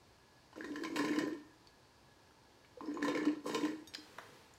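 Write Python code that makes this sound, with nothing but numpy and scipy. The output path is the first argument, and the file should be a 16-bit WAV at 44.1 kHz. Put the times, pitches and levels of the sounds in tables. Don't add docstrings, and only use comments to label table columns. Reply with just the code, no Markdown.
import sys
import numpy as np
from scipy import signal
from scipy.fft import rfft, irfft, next_fast_len
from scipy.io import wavfile
from scipy.ndimage import uniform_filter1d

SR = 44100
rng = np.random.default_rng(int(sys.argv[2]) if len(sys.argv) > 2 else 0)


def to_wav(s):
    ch = np.atleast_2d(s).T
    pcm = np.round(np.clip(ch, -1, 1) * 32767)
    wavfile.write(sys.argv[1], SR, pcm.astype(np.int16))


N = 202141
T = np.arange(N) / SR
BRIEF = T[:SR // 5]

# start in seconds, air breaks in at seconds, eases off at seconds, strength in dB,
# extra spray in dB, boom build-up in seconds.
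PULLS = [(0.559, 0.963, 1.269, -0.5, -0.5, 0.075), (2.805, 3.023, 3.28, -0.5, -7.5, 0.1),
         (3.439, 3.467, 3.675, -2.5, 1.5, 0.21)]
# start in seconds, level in dB, pitch it settles to in Hz, t60 in seconds.
GULPS = [(.579, -20.5, 466, 0.011), (0.643, -30, 316, 0.044), (.704, -33.5, 294.6, 0.21),
         (0.82, -29.5, 334, .054), (0.918, -43, 291, .15), (.991, -27, 287, .12),
         (1.104, -22.5, 313, 0.057), (1.176, -23.5, 289, 0.077), (1.23, -29, 386, 0.088),
         (1.322, -31, 345, 0.069), (2.771, -40.5, 497, 0.091), (2.881, -30.5, 291, 0.13),
         (3.023, -34, 289, 0.31), (3.078, -30.5, 505, 0.15), (3.151, -31.5, 496, 0.17),
         (3.267, -24.5, 302.6, 0.28), (3.459, -30, 490, 0.11), (3.547, -29, 461, 0.14),
         (3.63, -30.5, 308.6, 0.62), (3.711, -37, 429.6, 0.096), (3.980, -47.5, 305, 0.24)]
# start in seconds, tone level in dB, pitch in Hz, splash level in dB.
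FILM_POPS = [(.529, -46.5, 913, -58), (.558, -48, 1390, -58), (.608, -32.5, 1667, -58),
             (.644, -39.5, 1860, -47.5), (.758, -34.5, 1700, -44.5), (.836, -34.5, 1620, -39.5),
             (.849, -34, 2215, -41.5), (.959, -53, 3730, -35.5), (.966, -35, 970, -36.5),
             (.990, -31.5, 1690, -35), (1.048, -35, 2190, -37.5), (1.094, -33, 1730, -69),
             (1.133, -35, 2150, -56), (1.160, -41, 1740, -43.5), (1.187, -30, 1690, -33),
             (1.33, -57, 2250, -53.5), (2.807, -34, 1006, -56), (2.858, -51, 5220, -61),
             (2.941, -49.5, 6760, -54.5), (2.972, -32.5, 1018, -65), (3.027, -27, 1730, -39.5),
             (3.048, -53, 1810, -40), (3.081, -36.5, 980, -35.5), (3.150, -30.5, 2200, -40.5),
             (3.174, -30.5, 1740, -41.5), (3.253, -37, 1060, -40.5), (3.457, -36, 1030, -58),
             (3.495, -36, 960, -43), (3.546, -45, 1420, -30.5), (3.651, -34, 1800, -38)]
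# start in seconds, level in dB, pitch in Hz, t60 in seconds.
LIP_SMACKS = [(1.672, -51.5, 4500, 0.016), (2.309, -52, 1350, 0.012), (2.648, -58.5, 2280, 0.039),
              (3.938, -43, 3050, 0.017), (3.94, -46, 5180, 0.028), (3.948, -35.5, 4110, 0.019),
              (3.949, -36.5, 5010, 0.015), (3.952, -44, 1670, 0.02), (4.538, -55.5, 7100, 0.013)]
# start in seconds, level in dB.
TONGUE_STEPS = [(4.184, -11.5), (4.186, -6.5)]
# start in seconds, level in dB, pitch of the contact in Hz (lower is softer).
STRAW_TAPS = [(1.188, -45.5, 1630), (3.874, -48, 6150)]

# level in dB, drop before the air breaks in in dB,
# sag after it in dB/s (negative grows), release in dB/s.
BOOM_LAW = (-37.5, 3.5, -8, 119)
SLUG_LAW = (-43, 9, 7, 150)
FROTH_LAW = (-41, 15, 25, 130)
SPRAY_LAW = (-50, 13, 39, 108)

# frequency in Hz, width in Hz, level in dB.
CAVITY_MODES = [(292.6, 9.4, -2), (326.5, 21.6, -11.5)]
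# frequency in Hz, width in Hz, level in dB.
SLUG_MODES = [(135.8, 10.7, -3), (172.4, 16.6, -3), (232.2, 4.9, 7), (373.5, 16, 1), (431, 39.5, 4),
              (500.5, 30.6, 2), (594, 87, -8.5)]
# frequency in Hz, width in Hz, level in dB.
JUG_AIR_MODES = [(917, 94, -6.5), (1020, 37.4, 5.5), (1118, 22, -6), (1351, 56, -6), (1610, 70, -11),
                 (1750, 77, -4), (1886, 47, -5), (2130, 13, -23), (2228, 47, -7.5), (2488, 49, -5.5),
                 (2748, 22, -10), (2914, 46, -5.5), (3120, 24, -20), (3380, 12, -15)]
# frequency in Hz, width in Hz, level in dB.
STRAW_MODES = [(3667, 19, 3), (4020, 230, -21), (4660, 23, -15), (4620, 97, -4), (4860, 39, 2.5),
               (5340, 210, -1.5), (5820, 79, -4), (5850, 40, -25), (6190, 23, -10.5), (6540, 126, -2.5),
               (7040, 95, -7.5), (7470, 200, -8.5), (7830, 80, -6.5), (8510, 41, -7.5)]
# frequency in Hz, width in Hz, level in dB.
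MOUTH_MODES = [(657, 77, 4.5), (930, 390, -0.5), (1230, 120, 7.5), (1760, 220, 1.5), (3830, 160, -9),
               (5550, 460, -18.5)]
# frequency in Hz, level in dB, t60 in seconds.
GLASS_MODES = [(1807, -2, 0.66), (2030, -42, 0.27), (2460, -31, 1), (3730, -1, 0.086), (4700, -11, 0.13),
               (5600, -10, 0.16), (6500, -8, 0.14), (8400, -18, 0.42), (8748, -14, 0.037),
               (10800, -11, 0.15), (11800, -8, .09)]
# frequency in Hz, width in Hz, level in dB.
FRIDGE_MODES = [(129, 39, -3), (906, 220, -4), (1691, 16, 1), (4380, 700, -15)]

# frequency in Hz, density in dB per Hz.
SPRAY_COLOUR = [(1880, -34), (3200, 5.5), (3400, -46), (3760, 2.5), (4620, 2), (5010, -16), (6120, -9.5),
                (6810, -15), (7330, -13), (7890, -7), (8600, -14.5), (9320, -9), (10000, -15.5),
                (14800, -20), (15800, -19)]
# frequency in Hz, density in dB per Hz.
AIR_COLOUR = [(15, -38), (25, -15), (64, 0), (123, -1), (152, -8), (333, -3), (500, -6), (572, -7.5),
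              (881, -14.5), (1390, -16), (1680, -15), (2150, -16), (4950, -19), (13800, -35.5),
              (15800, -38)]
# frequency in Hz, density in dB per Hz.
HISS_COLOUR = [(59, -19), (100, -7.5), (301, -8), (356, -7.5), (500, 0.5), (568, -17.5), (886, -9.5),
               (4430, -17.5), (15800, -33.5)]
# time in seconds, level in dB.
HISS_COURSE = [(0, -100), (3.8, -74.5), (4.05, -61), (4.35, -61), (4.58, -69.5)]
# frequency in Hz, t60 in seconds.
ROOM_T60 = [(250, 0.48), (1000, 0.36), (4000, 0.38), (12000, 0.3)]

PRIMING_DB_PER_S = 10
BREAK_IN_S = 0.0068
BOOM_BUILD_DB = 5.5
GULP_SWELL_S = 0.003
PLUG_S, PLUG_DEPTH_DB = 0.021, 1.5
SPURT_SPREAD_DB = 4
SURGE_S, SURGE_FROTH_DB, SURGE_SPRAY_DB = 0.092, -7.5, -14.5
FIZZ_DB, FIZZ_STEEPNESS = -21, 2.3
SMALL_POPS_PER_S, SMALL_POP_DB, SMALL_SPLASH_DB, SMALL_POP_SPREAD_DB = 22, -6, -3.5, 3.5
SMALL_POP_LOW_HZ, SMALL_POP_HIGH_HZ = 960, 2130
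AIR_DB, FRIDGE_DB = -66.5, -69.5
CUTOFF_HZ = 15750


def suction(law, build_db=0, extra_spray=False):
    level_db, drop_db, sag_db_per_s, release_db_per_s = law
    out = np.zeros(N)
    for start, break_in, ease, pull_db, spray_db, build_s in PULLS:
        building = build_db * np.clip(1 - (T - start) / build_s, 0, 1)
        drop = drop_db * np.clip((break_in - T) / BREAK_IN_S, 0, 1)
        priming = drop + PRIMING_DB_PER_S * np.maximum(break_in - T, 0)
        sag = sag_db_per_s * (np.clip(T, break_in, ease) - break_in)
        fading = sag + release_db_per_s * np.maximum(T - ease, 0)
        db = level_db + pull_db + extra_spray * spray_db - building - priming - fading
        out += from_db(db) * np.clip((T - start) / BREAK_IN_S, 0, 1)
    return out


def plugged():
    chokes = [np.clip(2 - (s - T) / PLUG_S, 0, 1) * (T < s) for s, *_ in GULPS]
    choke = np.max(chokes, axis=0)
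    return from_db(-PLUG_DEPTH_DB * uniform_filter1d(choke, size=64))


def spurts(per_s=70, t60=0.031):
    kicks = np.abs(grains(per_s, SPURT_SPREAD_DB))
    return from_db(-1.0) + signal.fftconvolve(kicks, dying(BRIEF, t60))[:N]


def surges():
    out = np.zeros(N)
    for s, _, _, splash_db in FILM_POPS:
        add(out, s, from_db(splash_db) * dying(BRIEF, SURGE_S))
    return out


def gurgle(boom, slug):
    kicks = grains(per_s=150, spread_db=2.5)
    cavity = evened(band(resonate(kicks, CAVITY_MODES), 290.4, 420), span_s=0.015)
    slugs = evened(band(resonate(kicks, SLUG_MODES), 131, 1530), span_s=0.034)
    return from_db(-2.0) * boom * cavity + from_db(1.4) * slug * slugs


def gulps(rise=0.0067):
    out = np.zeros(N)
    for s, db, hz, t60 in GULPS:
        fade = dying(BRIEF, t60)
        swell = 1 - np.exp(-(BRIEF / GULP_SWELL_S) ** 2)
        tone = np.sin(2 * np.pi * np.cumsum(hz * (1 - rise * fade)) / SR)
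        add(out, s, from_db(db) * tone * fade * swell)
    return band(out, 133, 3400)


def pops(foam):
    tones, splashes = np.zeros((2, N))
    for s, db, hz, splash_db in list(FILM_POPS) + small_pops(foam):
        add(tones, s, from_db(db) * blip(hz, t60=0.023))
        splash = rng.standard_normal(len(BRIEF)) * dying(BRIEF, 0.02)
        add(splashes, s, from_db(splash_db) * splash)
    snaps = from_db(-3.0) * band(splashes, 1200, 7000) + from_db(-1) * straw(splashes)
    ringing = resonate(from_db(-24.0) * tones + from_db(21.5) * splashes, JUG_AIR_MODES)
    thumps = from_db(6.5) * band(splashes, 375, 860)
    return kitchen(from_db(-2.5) * tones + snaps + ringing + thumps, wet_db=-3.5)


def small_pops(foam):
    wait, pitch, size = rng.random((256, 3)).T
    s = np.cumsum(.5 + wait) / SMALL_POPS_PER_S
    froth_db = 20 * np.log10(np.interp(s, T, foam) + 1e-9)
    db = froth_db + SMALL_POP_SPREAD_DB * (2 * size - 1)
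    hz = SMALL_POP_LOW_HZ * (SMALL_POP_HIGH_HZ / SMALL_POP_LOW_HZ) ** pitch
    rows = np.transpose([s, db + SMALL_POP_DB, hz, db + SMALL_SPLASH_DB])
    return list(rows[s < T[-1]])


def froth(strength, flow):
    pitches = np.geomspace(900, 3100, 14)
    films = sum(resonate(grains(per_s=30, spread_db=7.0), [(hz, hz / 4, 0)]) for hz in pitches)
    bubbles = flow * films
    ringing = resonate(bubbles, JUG_AIR_MODES) + from_db(-14.5) * bubbles
    in_room = kitchen(band(ringing, 600, 2630), wet_db=-9)
    return from_db(-4.5) * strength * evened(in_room, span_s=0.02)


def spray(strength, flow):
    pitches = np.geomspace(3400, 15000, 14)
    droplets = sum(resonate(grains(per_s=56, spread_db=3.0), [(hz, hz / 12, 0)]) for hz in pitches)
    fine = grains(per_s=1500, spread_db=-2.0)
    crackle = flow * (rms_one(droplets) + from_db(0.5) * rms_one(fine))
    piped = straw(crackle) + from_db(-20.5) * band(crackle, 9000, 15300)
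    return from_db(-1.5) * strength * evened(kitchen(piped, wet_db=-1), span_s=0.021)


def fizz(strength, flow):
    hiss = band(flow * grains(per_s=4000, spread_db=11.0), 10000, 16500)
    top = strength.max()
    level = from_db(FIZZ_DB) * top * (strength / top) ** FIZZ_STEEPNESS
    return level * evened(hiss, span_s=0.071)


def straw(x):
    return from_db(-7.0) * coloured(x, SPRAY_COLOUR) + from_db(7.5) * resonate(x, STRAW_MODES)


def smacks():
    out = np.zeros(N)
    for s, db, hz, t60 in LIP_SMACKS:
        crack = rng.standard_normal(len(BRIEF)) * dying(BRIEF, t60)
        add(out, s, from_db(db) * (click(hz, t60) + from_db(-22) * crack))
    return kitchen(out, wet_db=-8.0)


def cluck():
    release = np.zeros(N)
    for s, db in TONGUE_STEPS:
        add(release, s, from_db([db]))
    return kitchen(resonate(release, MOUTH_MODES) + from_db(-34) * release, wet_db=-4.5)


def glass():
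    out, t = np.zeros(N), T[:SR]
    for s, db, contact_hz in STRAW_TAPS:
        add(out, s, from_db(db - 7) * click(contact_hz, t60=0.012))
        for hz, mode_db, t60 in GLASS_MODES:
            reach = 1 / (1 + np.log2(hz / contact_hz) ** 4)
            ring = np.sin(2 * np.pi * hz * t) * dying(t, t60)
            add(out, s, from_db(db + mode_db) * reach * ring)
    return out


def blip(hz, t60):
    fade = dying(BRIEF, t60) * (1 - np.exp(-BRIEF / 0.00029))
    return np.sin(2 * np.pi * hz * BRIEF) * fade / fade.max()


def click(hz, t60):
    noise = rng.standard_normal(len(BRIEF) + 2000)
    rough = rms_one(band(noise, hz / 1.65, hz * 1.28))[2000:]
    return from_db(-1.0) * blip(hz, t60) + from_db(-2.5) * rough * dying(BRIEF, t60)


def background():
    white = rng.standard_normal((3, N))
    air = from_db(AIR_DB) * coloured(white[0], AIR_COLOUR)
    fridge = from_db(FRIDGE_DB) * rms_one(resonate(white[1], FRIDGE_MODES))
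    hiss_db = np.interp(T, *np.transpose(HISS_COURSE))
    hiss = from_db(hiss_db) * coloured(white[2], HISS_COLOUR)
    return air + fridge + hiss


def kitchen(x, wet_db):
    t, tail = T[:SR // 2], 0
    edges = np.geomspace(100, 16000, 8)
    for low, high in zip(edges, edges[1:]):
        noise = band(rng.standard_normal(len(t)), low, high)
        tail = tail + noise * dying(t, at_hz(ROOM_T60, np.sqrt(low * high)))
    tail = tail * np.clip((t - .002) / 0.0013, 0, 1)
    return x + from_db(wet_db) * signal.fftconvolve(x, tail / np.linalg.norm(tail))[:N]


def grains(per_s, spread_db):
    sizes = from_db(spread_db * np.minimum(rng.exponential(1, N), 4)) * rng.choice([-1, 1], N)
    return sizes * (rng.random(N) < per_s / SR)


def resonate(x, modes):
    out = 0
    for k, (hz, width, db) in enumerate(modes):
        r = np.exp(-np.pi * width / SR)
        poles = [1, -2 * r * np.cos(2 * np.pi * hz / SR), r * r]
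        ring = signal.lfilter([1, 0, -1], poles, x + 1e-18)
        out = out + (-1) ** k * from_db(db) * (1 - r * r) / 2 * ring
    return out


def coloured(x, spectrum):
    size = next_fast_len(2 * len(x))
    gain = from_db(at_hz(spectrum, np.arange(size // 2 + 1) * SR / size))
    return irfft(rfft(x, size) * rms_one(gain), size)[:len(x)]


def band(x, low_hz, high_hz):
    edges = [low_hz, min(high_hz, SR / 2 - 1000)]
    return signal.sosfilt(signal.butter(2, edges, "band", fs=SR, output="sos"), x + 1e-18)


def evened(x, span_s):
    size = max(int(span_s * SR), 2)
    power = uniform_filter1d(uniform_filter1d(x * x, size), size)
    return x / np.sqrt(np.maximum(power, 0) + 1e-4 * np.mean(x * x))


def dying(t, t60):
    return np.exp(-np.log(1000) * t / t60)


def add(track, s, sound):
    start = int(s * SR)
    track[start:start + len(sound)] += sound[:N - start]


def at_hz(points, hz):
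    f, value = np.transpose(points)
    return np.interp(np.log(np.maximum(hz, 1)), np.log(f), value)


def from_db(db):
    return 10 ** (np.asarray(db) / 20)


def rms_one(x):
    return x / np.sqrt(np.mean(x ** 2) + 1e-20)


def scene():
    open_tip, rush, flow = plugged(), surges(), spurts()
    boom = open_tip * suction(BOOM_LAW, build_db=BOOM_BUILD_DB)
    slug = open_tip * suction(SLUG_LAW)
    steady_foam = suction(FROTH_LAW)
    foam = np.hypot(steady_foam, from_db(SURGE_FROTH_DB) * rush)
    mist = np.hypot(suction(SPRAY_LAW, extra_spray=True), from_db(SURGE_SPRAY_DB) * rush)
    slurp = gurgle(boom, slug) + gulps() + pops(steady_foam)
    slurp = slurp + froth(foam, flow) + spray(mist, flow) + fizz(mist, flow)
    return (slurp + smacks() + cluck() + glass() + background())[None]


def record(dry):
    return signal.sosfilt(signal.ellip(10, .1, 70, CUTOFF_HZ, fs=SR, output="sos"), dry)


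dry = scene()
out = record(dry)
to_wav(out)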